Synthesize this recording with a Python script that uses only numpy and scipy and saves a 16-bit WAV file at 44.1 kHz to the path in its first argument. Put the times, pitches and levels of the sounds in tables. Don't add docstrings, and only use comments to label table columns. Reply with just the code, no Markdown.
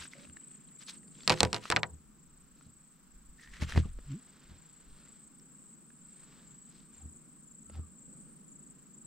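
import sys
import numpy as np
from scipy import signal
from scipy.fft import rfft, irfft, next_fast_len
from scipy.io import wavfile
from scipy.ndimage import map_coordinates

SR = 44100
rng = np.random.default_rng(int(sys.argv[2]) if len(sys.argv) > 2 else 0)


def digitize_waveform(pressure):
    field = np.atleast_2d(pressure).T
    bounded = np.clip(field, -1, 1)
    quanta = np.round(bounded * 32767).astype(np.int16)
    wavfile.write(sys.argv[1], SR, quanta)


N = 399546
TIME = np.arange(N) / SR

# (time [s], rumble level [dB], insect chorus level [dB])
AIR_LEVELS = [(0, -63.5, -59), (1.2, -60.5, -57.5), (2.1, -66.5, -65.5), (3.5, -67, -63), (4.9, -66, -63),
              (5.6, -63, -59.5), (6.4, -63, -61.5), (7.8, -62.5, -59), (9.06, -61, -60)]
# (frequency [Hz], level [dB])
WET_TONE = [(100, -15), (400, -6.5), (750, -12.5), (1200, -0.5), (1900, -0.5), (2700, -0.5), (4500, -8),
            (6500, -11), (10000, -20), (15000, -35.5)]
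# (time [s], level [dB], bass [dB], treble [dB], pitch [Hz], loss per bounce [dB])
PLIER_KNOCKS = [(1.2771, 6.5, 0, 4.5, 4473, 26), (1.2965, 7.5, -5, 2, 1775, 19),
                (1.3026, 6.5, 6.5, -1.5, 3760, 9), (1.3098, 1, 6, -12, 1470, 7.5),
                (1.4055, 6, 2.5, 6, 3720, 30), (1.4314, 6.5, 5.5, 4.5, 1770, 14.5),
                (1.5299, 0, 2, 3, 2413, 10.5), (1.5447, -1, 1, -3, 3560, 9), (1.7017, 1, 3, 7, 3720, 14),
                (1.7146, -2, 5.5, -2, 2030, 16.5), (1.7229, 7.5, -1, -16.5, 1190, 28.5),
                (1.7629, 9, -4, -8.5, 2790, 31.5), (1.7682, 8.5, -6.5, -16, 1730, 32.5),
                (1.8322, 5.5, -5, -21, 1700, 32)]


def amp(db):
    return 10 ** (np.asarray(db) / 20)


def unit(x):
    return x / np.sqrt(np.mean(x ** 2) + 1e-20)


def along(points, hz):
    freqs, values = np.transpose(points)
    return np.interp(np.log(hz + 1), np.log(freqs), values)


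def air_gain(column):
    rows = np.array(AIR_LEVELS)
    return amp(np.interp(TIME, rows[:, 0], rows[:, column], left=-120, right=-120))


def wobble(rate):
    return map_coordinates(rng.standard_normal(int(N * rate / SR) + 4), [TIME * rate])


def swells(rows):
    s, db, half = np.transpose(rows)
    grid = TIME[::64, None]
    bells = amp(db) * np.exp(-.5 * ((grid - s) / half) ** 2)
    return np.interp(TIME, grid[:, 0], bells.sum(axis=1))


def colour(x, gain_db):
    n = x.shape[-1]
    size = 2 * next_fast_len(n // 2 + 2048)
    cepstrum = irfft(np.log(amp(gain_db(np.fft.rfftfreq(size, 1 / SR)))))
    cepstrum[1:size // 2] *= 2
    cepstrum[size // 2 + 1:] = 0
    return irfft(rfft(x, size) * np.exp(rfft(cepstrum)), size)[..., :n]


def shape(x, tone):
    return colour(x, lambda hz: along(tone, hz))


def spread(pair, side_db):
    side = amp(side_db) * pair[1]
    return np.array([pair[0] + side, pair[0] - side])


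def add(out, s, x):
    i = round(s * SR)
    x = x[..., max(-i, 0):max(N - i, 0)]
    out[:, max(i, 0):max(i, 0) + x.shape[-1]] += x


def hiss(tone):
    # (frequency [Hz], left-right likeness [0 to 1])
    likeness = [(60, 0.74), (130, 0.6), (290, 0.69), (640, 0.51), (1410, 0.72), (3100, 0.47), (6820, 0.04),
                (15000, 0.1)]
    centre, width = rng.standard_normal((2, N))
    width = colour(width, lambda hz: 10 * np.log10((1 - along(likeness, hz)) / (1 + along(likeness, hz))))
    return unit(shape(spread([centre, width], 0), tone))


def friction(tone, grit_db, side_db):
    slips = rng.standard_normal((2, N)) * amp(grit_db * wobble(700) + 1.5 * wobble(60))
    return unit(shape(spread(slips, side_db), tone))


def creek(rumble_db=2.5, breeze_db=-72, rocking_db=-77):
    # (frequency [Hz], level [dB])
    rumble_tone = [(20, -14), (55, -8), (95, -27), (140, 3), (230, 3.5), (330, -8), (480, -15.5),
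                   (750, -27), (1200, -25.5), (2500, -39.5), (8000, -71.5)]
    breeze_tone = [(300, -11.5), (750, -7.5), (1250, 1.5), (2000, -6.5), (3500, -10.5), (6500, -10.5),
                   (10000, -31), (13500, -14), (16000, -17.5)]
    boat_tone = [(15, -4.5), (30, -2), (50, -1.5), (90, -19.5), (300, -60.5), (1000, -100)]
    # (time [s], level [dB], half length [s])
    lurches = [(2.3, -67, .25), (3.15, -60.5, 0.046), (3.31, -52.5, 0.04), (3.53, -58, .04),
               (3.85, -42, 0.13), (4.52, -60, 0.046), (4.92, -53, 0.032)]
    rumble = air_gain(1) * amp(rumble_db + 1.2 * wobble(5)) * hiss(rumble_tone)
    breeze = amp(breeze_db + .5 * wobble(4.9)) * hiss(breeze_tone)
    rocking = amp(rocking_db + 3 * wobble(4.1)) + swells(lurches)
    return rumble + breeze + rocking * friction(boat_tone, grit_db=1, side_db=-20.5)


def trill(length_s, first_hz, last_hz, period_s=.0363, rise_hz=750, fall_hz=1400, sounding_share=.45):
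    t = np.arange(int((length_s + period_s) * SR)) / SR
    stroke, within = np.divmod(t / period_s, 1)
    within = np.minimum(within / sounding_share, 1)
    chance = rng.standard_normal((32, 2))[stroke.astype(int)]
    progress = np.minimum(stroke * period_s / length_s, 1)
    arch = np.where(within < .5, rise_hz, fall_hz) * (2 * within - 1) ** 2 * (.45 + .86 * progress)
    hz = first_hz + (last_hz - first_hz) * np.sin(np.pi / 2 * progress) - arch + 45 * chance[:, 0]
    loudness = amp(.39 * chance[:, 1] - 1.8 * (stroke == 0)) * np.abs(np.sin(np.pi * within)) ** .5
    fade = np.clip((t[-1] - t) / .005, 0, 1)
    return fade * loudness * np.sin(2 * np.pi * np.cumsum(hz) / SR)


def insects(ceiling_hz=9010, climb_share=.44, echo_db=-12, far_db=-2, wash_db=-7.5, far_count=110):
    # (time [s], level [dB], first pitch [Hz])
    phrases = [(-.146, -46, 7630), (0.325, -47, 7720), (0.751, -49, 7540), (.92, -60, 8400),
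               (1.206, -51, 7500), (1.714, -52.5, 7430), (2.19, -59.5, 7500), (2.69, -58, 7600),
               (3.61, -56.5, 7400), (4.074, -55.5, 7600), (4.58, -54, 7510), (4.9, -60, 8360),
               (5.046, -53, 7500), (5.509, -53, 7570), (6.011, -50.5, 7540), (6.026, -60.5, 8550),
               (6.469, -50.5, 7500), (6.94, -50, 7380), (7.159, -64.5, 8130), (7.473, -50, 7360),
               (7.98, -50.5, 7460), (8.141, -56, 8450), (8.48, -50, 7360), (8.938, -49, 7550)]
    # (frequency [Hz], level [dB])
    chorus_tone = [(5500, -51), (6800, -19.5), (7450, -1), (8200, -5), (8700, -10), (9300, -31.5),
                   (11000, -60)]
    near, far = np.zeros((2, N)), np.zeros((2, N))
    for s, db, first_hz in phrases:
        song = amp(db) * trill(.22, first_hz, first_hz + climb_share * (ceiling_hz - first_hz))
        add(near, s, np.array([np.roll(song, 1), song]))
    for k, (jitter, pitch, side) in enumerate(rng.uniform(-1, 1, (far_count, 3))):
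        song = trill(.29, 7650 + 300 * pitch, 8300 + 300 * pitch)
        add(far, (k + jitter - .5) * N / SR / far_count, np.array([np.roll(song, round(3 * side)), song]))
    direct = near + air_gain(2) * amp(far_db) * unit(far)
    t = np.arange(SR // 4) / SR
    tail = rng.standard_normal((2, len(t))) * amp(-60 * t / .073)
    echo = signal.fftconvolve(direct, tail / np.linalg.norm(tail[0]), axes=1)[:, :N]
    return direct + amp(echo_db) * echo + amp(wash_db) * air_gain(2) * hiss(chorus_tone)


def thumps(puff_db=3.5, even_swell_s=.013, softening_db=5, lag_s=.00077):
    # (time [s], level [dB], swell time [s])
    blows = [(0.01, -51, 0.016), (0.301, -53.5, 0.023), (1.305, -44, 0.0022), (1.438, -29, 0.014),
             (1.46, -34, 0.0039), (1.726, -40, 0.006), (1.94, -42.5, 0.029), (2.668, -54.5, 0.0047),
             (3.626, -26.5, 0.01), (3.779, -16, 0.013), (3.857, -38, 0.0058), (4.519, -47.5, 0.014),
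             (4.93, -65, 0.042), (7.059, -40, .025), (7.797, -32.5, 0.035)]
    # (pitch [Hz], level [dB], time to fade by 60 dB [s])
    hull_notes = [(78.4, -0.5, .19), (120, -10, .22), (159, -11, .18), (205, -12, 0.11), (265, -21, 0.064)]
    # (frequency [Hz], level [dB])
    puff_tone = [(40, -3), (220, 2), (480, -10), (850, -18), (1600, -26), (5000, -57)]
    out, t = np.zeros((2, N)), np.arange(-SR // 5, SR // 2) / SR
    for s, db, swell in blows:
        overtone_db = -softening_db * np.log2(swell / even_swell_s)
        rise, after = np.exp(np.minimum(t, 0) / swell), np.maximum(t, 0)
        deep, *upper = [-amp(note_db - 60 * after / fade_s)
                        * np.sin(2 * np.pi * hz * rng.normal(1, .019) * t)
                        for hz, note_db, fade_s in hull_notes]
        ring = deep + amp(overtone_db) * sum(upper) * np.array([[1.15], [.85]])
        ring[1] = np.roll(ring[1], round(lag_s * SR))
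        noise = spread(rng.standard_normal((2, len(t))), side_db=-9)
        puff = shape(noise * rise * amp(puff_db + overtone_db - 60 * after / .09), puff_tone)
        add(out, s + t[0], amp(db) * (rise * ring + puff))
    return out


def gloves(skid_delay_s=.024, skid_half_s=.0091, skid_db=-38.5):
    # (time [s], level [dB], half length [s], extra bright edge [dB])
    strokes = [(0.025, -49, 0.028, -1), (0.125, -63, .007, 7.5), (0.2, -61.5, 0.048, -1),
               (0.488, -72.5, 0.2, -6), (0.821, -61.5, 0.015, 9), (0.893, -50.5, .012, 11),
               (0.94, -62, 0.021, 0.5), (1.225, -65, 0.057, 6.5), (1.385, -49, .02, 0),
               (1.48, -64, 0.062, 3), (1.663, -52.5, .03, 1), (2.616, -79.5, .05, 8.5),
               (3.433, -69.5, 0.032, 10.5), (3.557, -58, 0.031, 0), (3.63, -43.5, 0.015, -9),
               (3.71, -44.5, 0.021, -13), (3.778, -47, 0.02, -4), (3.852, -64, 0.04, -10),
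               (4.117, -60.5, 0.027, -18), (6.777, -76, 0.055, 10)]
    rub = friction(WET_TONE, grit_db=4, side_db=-9)
    edge = shape(rub, [(1500, -30), (4000, 2.5), (12000, -1)])
    rub_gain = swells([(s, db, half) for s, db, half, _ in strokes])
    edge_gain = swells([(s, db + edge_db, half) for s, db, half, edge_db in strokes])
    skid_gain = swells([(s + skid_delay_s, db - loss_db + skid_db, skid_half_s)
                        for s, db, *_, loss_db in PLIER_KNOCKS])
    return (rub_gain + skid_gain) * rub + edge_gain * edge[:, ::-1]


def tackle(fade_s=.014, overtone_db=-17, roughness=.03, faint_db=-59, faint_hz=3800, faint_count=16):
    # (time [s], level [dB], pitch [Hz])
    ticks = [(0.0541, -40, 1620), (0.1345, -38.5, 2080), (0.2515, -49.5, 2620), (0.3694, -40, 1772),
             (1.153, -55, 3280), (1.206, -44, 3452), (1.234, -43, 4500), (1.655, -33.5, 1288),
             (2.6108, -52, 1380), (3.396, -48, 1930), (3.475, -45.5, 1830), (3.6208, -32.5, 2074),
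             (3.7228, -31, 1746), (3.7494, -35, 1850), (3.7635, -31.5, 2106), (3.9918, -54, 1840),
             (5.074, -56, 2010), (5.3976, -55, 5500), (5.904, -52.5, 1625)]
    out, t = np.zeros((2, N)), np.arange(SR // 20) / SR
    faint = [(.05 + 1.05 * when, faint_db + 8 * (force - .5), faint_hz * 2 ** (2 * pitch - 1))
             for when, force, pitch in rng.random((faint_count, 3))]
    for s, db, pitch_hz in ticks + faint:
        snap = shape(spread(rng.standard_normal((2, len(t))), side_db=-10.5), WET_TONE)
        phase = 2 * np.pi * pitch_hz * t + roughness * np.cumsum(rng.standard_normal(len(t)))
        ring = np.sin(phase) + amp(overtone_db) * np.sin(2.2 * phase)
        add(out, s, amp(db) * (ring + snap) * amp(-60 * t / fade_s))
    return out


def squeaks(flutter_db=5):
    # (time [s], length [s], level [dB], first pitch [Hz], last pitch [Hz])
    rubs = [(0.146, .11, -60.5, 554, 583), (3.379, 0.13, -60.5, 1807, 1930),
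            (3.526, 0.069, -56, 1910, 2075), (3.834, 0.024, -59.5, 1287, 1140),
            (7.001, 0.03, -65.5, 777, 774), (7.655, 0.23, -68, 1334, 1120), (7.747, 0.041, -61.5, 772, 770)]
    out = np.zeros(N)
    for s, length, db, first_hz, last_hz in rubs:
        progress = np.clip((TIME - s) / length, 0, 1)
        roughness = np.interp(db, [-67, -55], [.04, .13])
        hz = (first_hz + (last_hz - first_hz) * progress ** 2) * (1 + roughness * wobble(1200))
        loudness = amp(db + flutter_db * wobble(250)) * np.sqrt(4 * progress * (1 - progress))
        out += loudness * np.sin(2 * np.pi * np.cumsum(hz) / SR)
    return out


def bounces(flight_s=.019, rest_db=-14):
    return [(s + k * flight_s, db - k * loss_db, bass_db, treble_db, hz)
            for s, db, bass_db, treble_db, hz, loss_db in PLIER_KNOCKS
            for k in range(3) if db - k * loss_db > rest_db]


def pliers(shell_db=-25, deck_db=-43, crack_db=-15.5, crack_fade_s=.0079, peak_db=3, peak_width=.22):
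    # (pitch [Hz], level [dB], time to fade by 60 dB [s])
    deck_notes = [(112, 6, 0.27), (160, 5.5, .28), (200.6, 2.5, 0.19), (280, -9, 0.15), (355, -2, 0.24),
                  (432, -5, 0.25), (511.3, 1.5, 0.21), (688, -0.5, .1), (872, -1.5, 0.067), (972, -3, 0.14),
                  (1235, -2, .06), (1510, -6.5, 0.097), (1895, -5, 0.076)]
    # (frequency [Hz], time to fade by 60 dB [s])
    shell_fade = [(100, 0.27), (250, .2), (500, .11), (1200, 0.07), (3000, 0.046), (9000, .04)]
    # (frequency [Hz], level [dB])
    hit_tone = [(60, -15.5), (300, -7.5), (900, 0), (1900, -2), (2600, 0), (3100, -4), (4300, 0.5),
                (5500, -5), (6600, -10.5), (7800, -7), (10000, -24.5), (15000, -37.5)]
    shell_tone = [(200, 4.5), (500, 1.5), (900, 1), (2500, -4.5), (6000, -11.5)]
    # (frequency [Hz], left minus right [dB])
    balance = [(60, 2), (110, 5), (200, 4), (380, -1.5), (700, -5), (1290, -0.5), (2380, 2.5), (4400, -2.5),
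               (8100, -5.5)]
    out, t = np.zeros((2, N)), np.arange(SR // 3) / SR
    note_hz, note_db, fade_s = np.transpose(deck_notes)[:, :, None]
    per_note = (2, len(deck_notes), 1)
    for s, db, bass_db, treble_db, pitch_hz in bounces():
        freqs, times, bands = signal.stft(rng.standard_normal((2, len(t))), SR, nperseg=128)
        fading = amp(-60 * times / along(shell_fade, freqs)[:, None] + along(shell_tone, freqs)[:, None])
        shell = signal.istft(bands * fading, SR, nperseg=128)[1][:, :len(t)]
        strengths = amp(note_db + rng.normal(0, 2.5, per_note)) * rng.choice([-1, 1], per_note)
        deck = np.sum(strengths * amp(-60 * t / fade_s) * np.sin(2 * np.pi * note_hz * t), axis=1)
        crack = rng.standard_normal((2, len(t))) * amp(crack_db - 60 * t / crack_fade_s)
        hit = spread(crack + amp(shell_db) * shell + amp(deck_db) * deck, side_db=-8)
        hit[:, 0] -= .8
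        hit = signal.lfilter([.36, -1.2, 1], [1, -1.2, .36], hit)
        peak = lambda hz: peak_db / (1 + (np.log((hz + 1) / pitch_hz) / peak_width) ** 2)
        tilt = [(400, bass_db), (2200, 0), (10000, treble_db)]
        add(out, s, amp(db) * colour(hit, lambda hz: along(hit_tone, hz) + peak(hz) + along(tilt, hz)))
    return np.array([colour(ear, lambda hz: side * along(balance, hz))
                     for ear, side in zip(out, (.5, -.5))])


def slaps(splat_db=-14, fade_s=.019):
    # (time [s], level [dB])
    hits = [(3.624, -6.5), (3.761, -5), (3.7763, 6.5), (3.988, -22), (7.699, -21), (7.761, -32)]
    # (frequency [Hz], level [dB])
    tone = [(60, -14), (230, 10), (500, 1), (1000, -12.5), (2000, -13.5), (5000, -24.5), (12000, -54)]
    out, t = np.zeros((2, N)), np.arange(SR // 8) / SR
    for s, db in hits:
        hit = spread(rng.standard_normal((2, len(t))), side_db=-26) * amp(splat_db - 60 * t / fade_s)
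        hit[:, 0] += 1
        add(out, s, amp(db) * shape(hit, tone))
    return out


def sleeve():
    # (time [s], level [dB], half length [s])
    arm_moves = [(4.08, -68.5, 0.11), (4.48, -65, 0.2), (5.02, -66, 0.15), (6.32, -65, .18),
                 (6.76, -70.5, 0.069), (6.98, -67.5, 0.047), (7.755, -61, 0.025)]
    # (frequency [Hz], level [dB])
    cloth_tone = [(200, 7), (750, -4), (1400, 1.5), (2200, -2.5), (4500, -3), (6500, -10.5), (10000, -23),
                  (15000, -27)]
    return swells(arm_moves) * friction(cloth_tone, grit_db=2, side_db=-17.5)


def groan(peak_s=4.128, half_s=.029, db=-34.5, held_hz=138, climb_hz_per_s=2000, roughness=.059):
    grip = swells([(peak_s, 0, half_s)])
    hz = held_hz + climb_hz_per_s * np.clip(TIME - peak_s - .0063, 0, 2 * half_s)
    phase = 2 * np.pi * np.cumsum(hz * (1 + roughness * wobble(150))) / SR
    octave = .41 * grip ** 2 * np.sin(2 * phase)
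    return amp(db) * grip * (np.sin(phase) + octave)


def two_ears(x, lead_s=.00003):
    # (frequency [Hz], left minus right [dB])
    balance = [(100, 0.5), (380, -2), (700, -3.5), (1290, -1), (2380, 1), (4400, -1), (8100, -0.5),
               (14000, 11)]
    size = next_fast_len(N + 2048)
    hz, side = np.fft.rfftfreq(size, 1 / SR), np.array([[.5], [-.5]])
    delay = np.exp(-2j * np.pi * hz * side * lead_s)
    return irfft(rfft(x, size) * amp(side * along(balance, hz)) * delay, size)[:, :N]


def scene():
    angler = tackle() + squeaks() + slaps() + gloves() + groan()
    boat = pliers() + thumps()
    bank = insects() * amp([[.9], [-.9]])
    return angler + boat + bank + two_ears(sleeve() + creek())


def record(dry):
    top_hz = 15850
    size = next_fast_len(N + SR // 2)
    return irfft(rfft(dry, size) * (np.fft.rfftfreq(size, 1 / SR) < top_hz), size)[:, :N]


dry = scene()
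out = record(dry)
digitize_waveform(out)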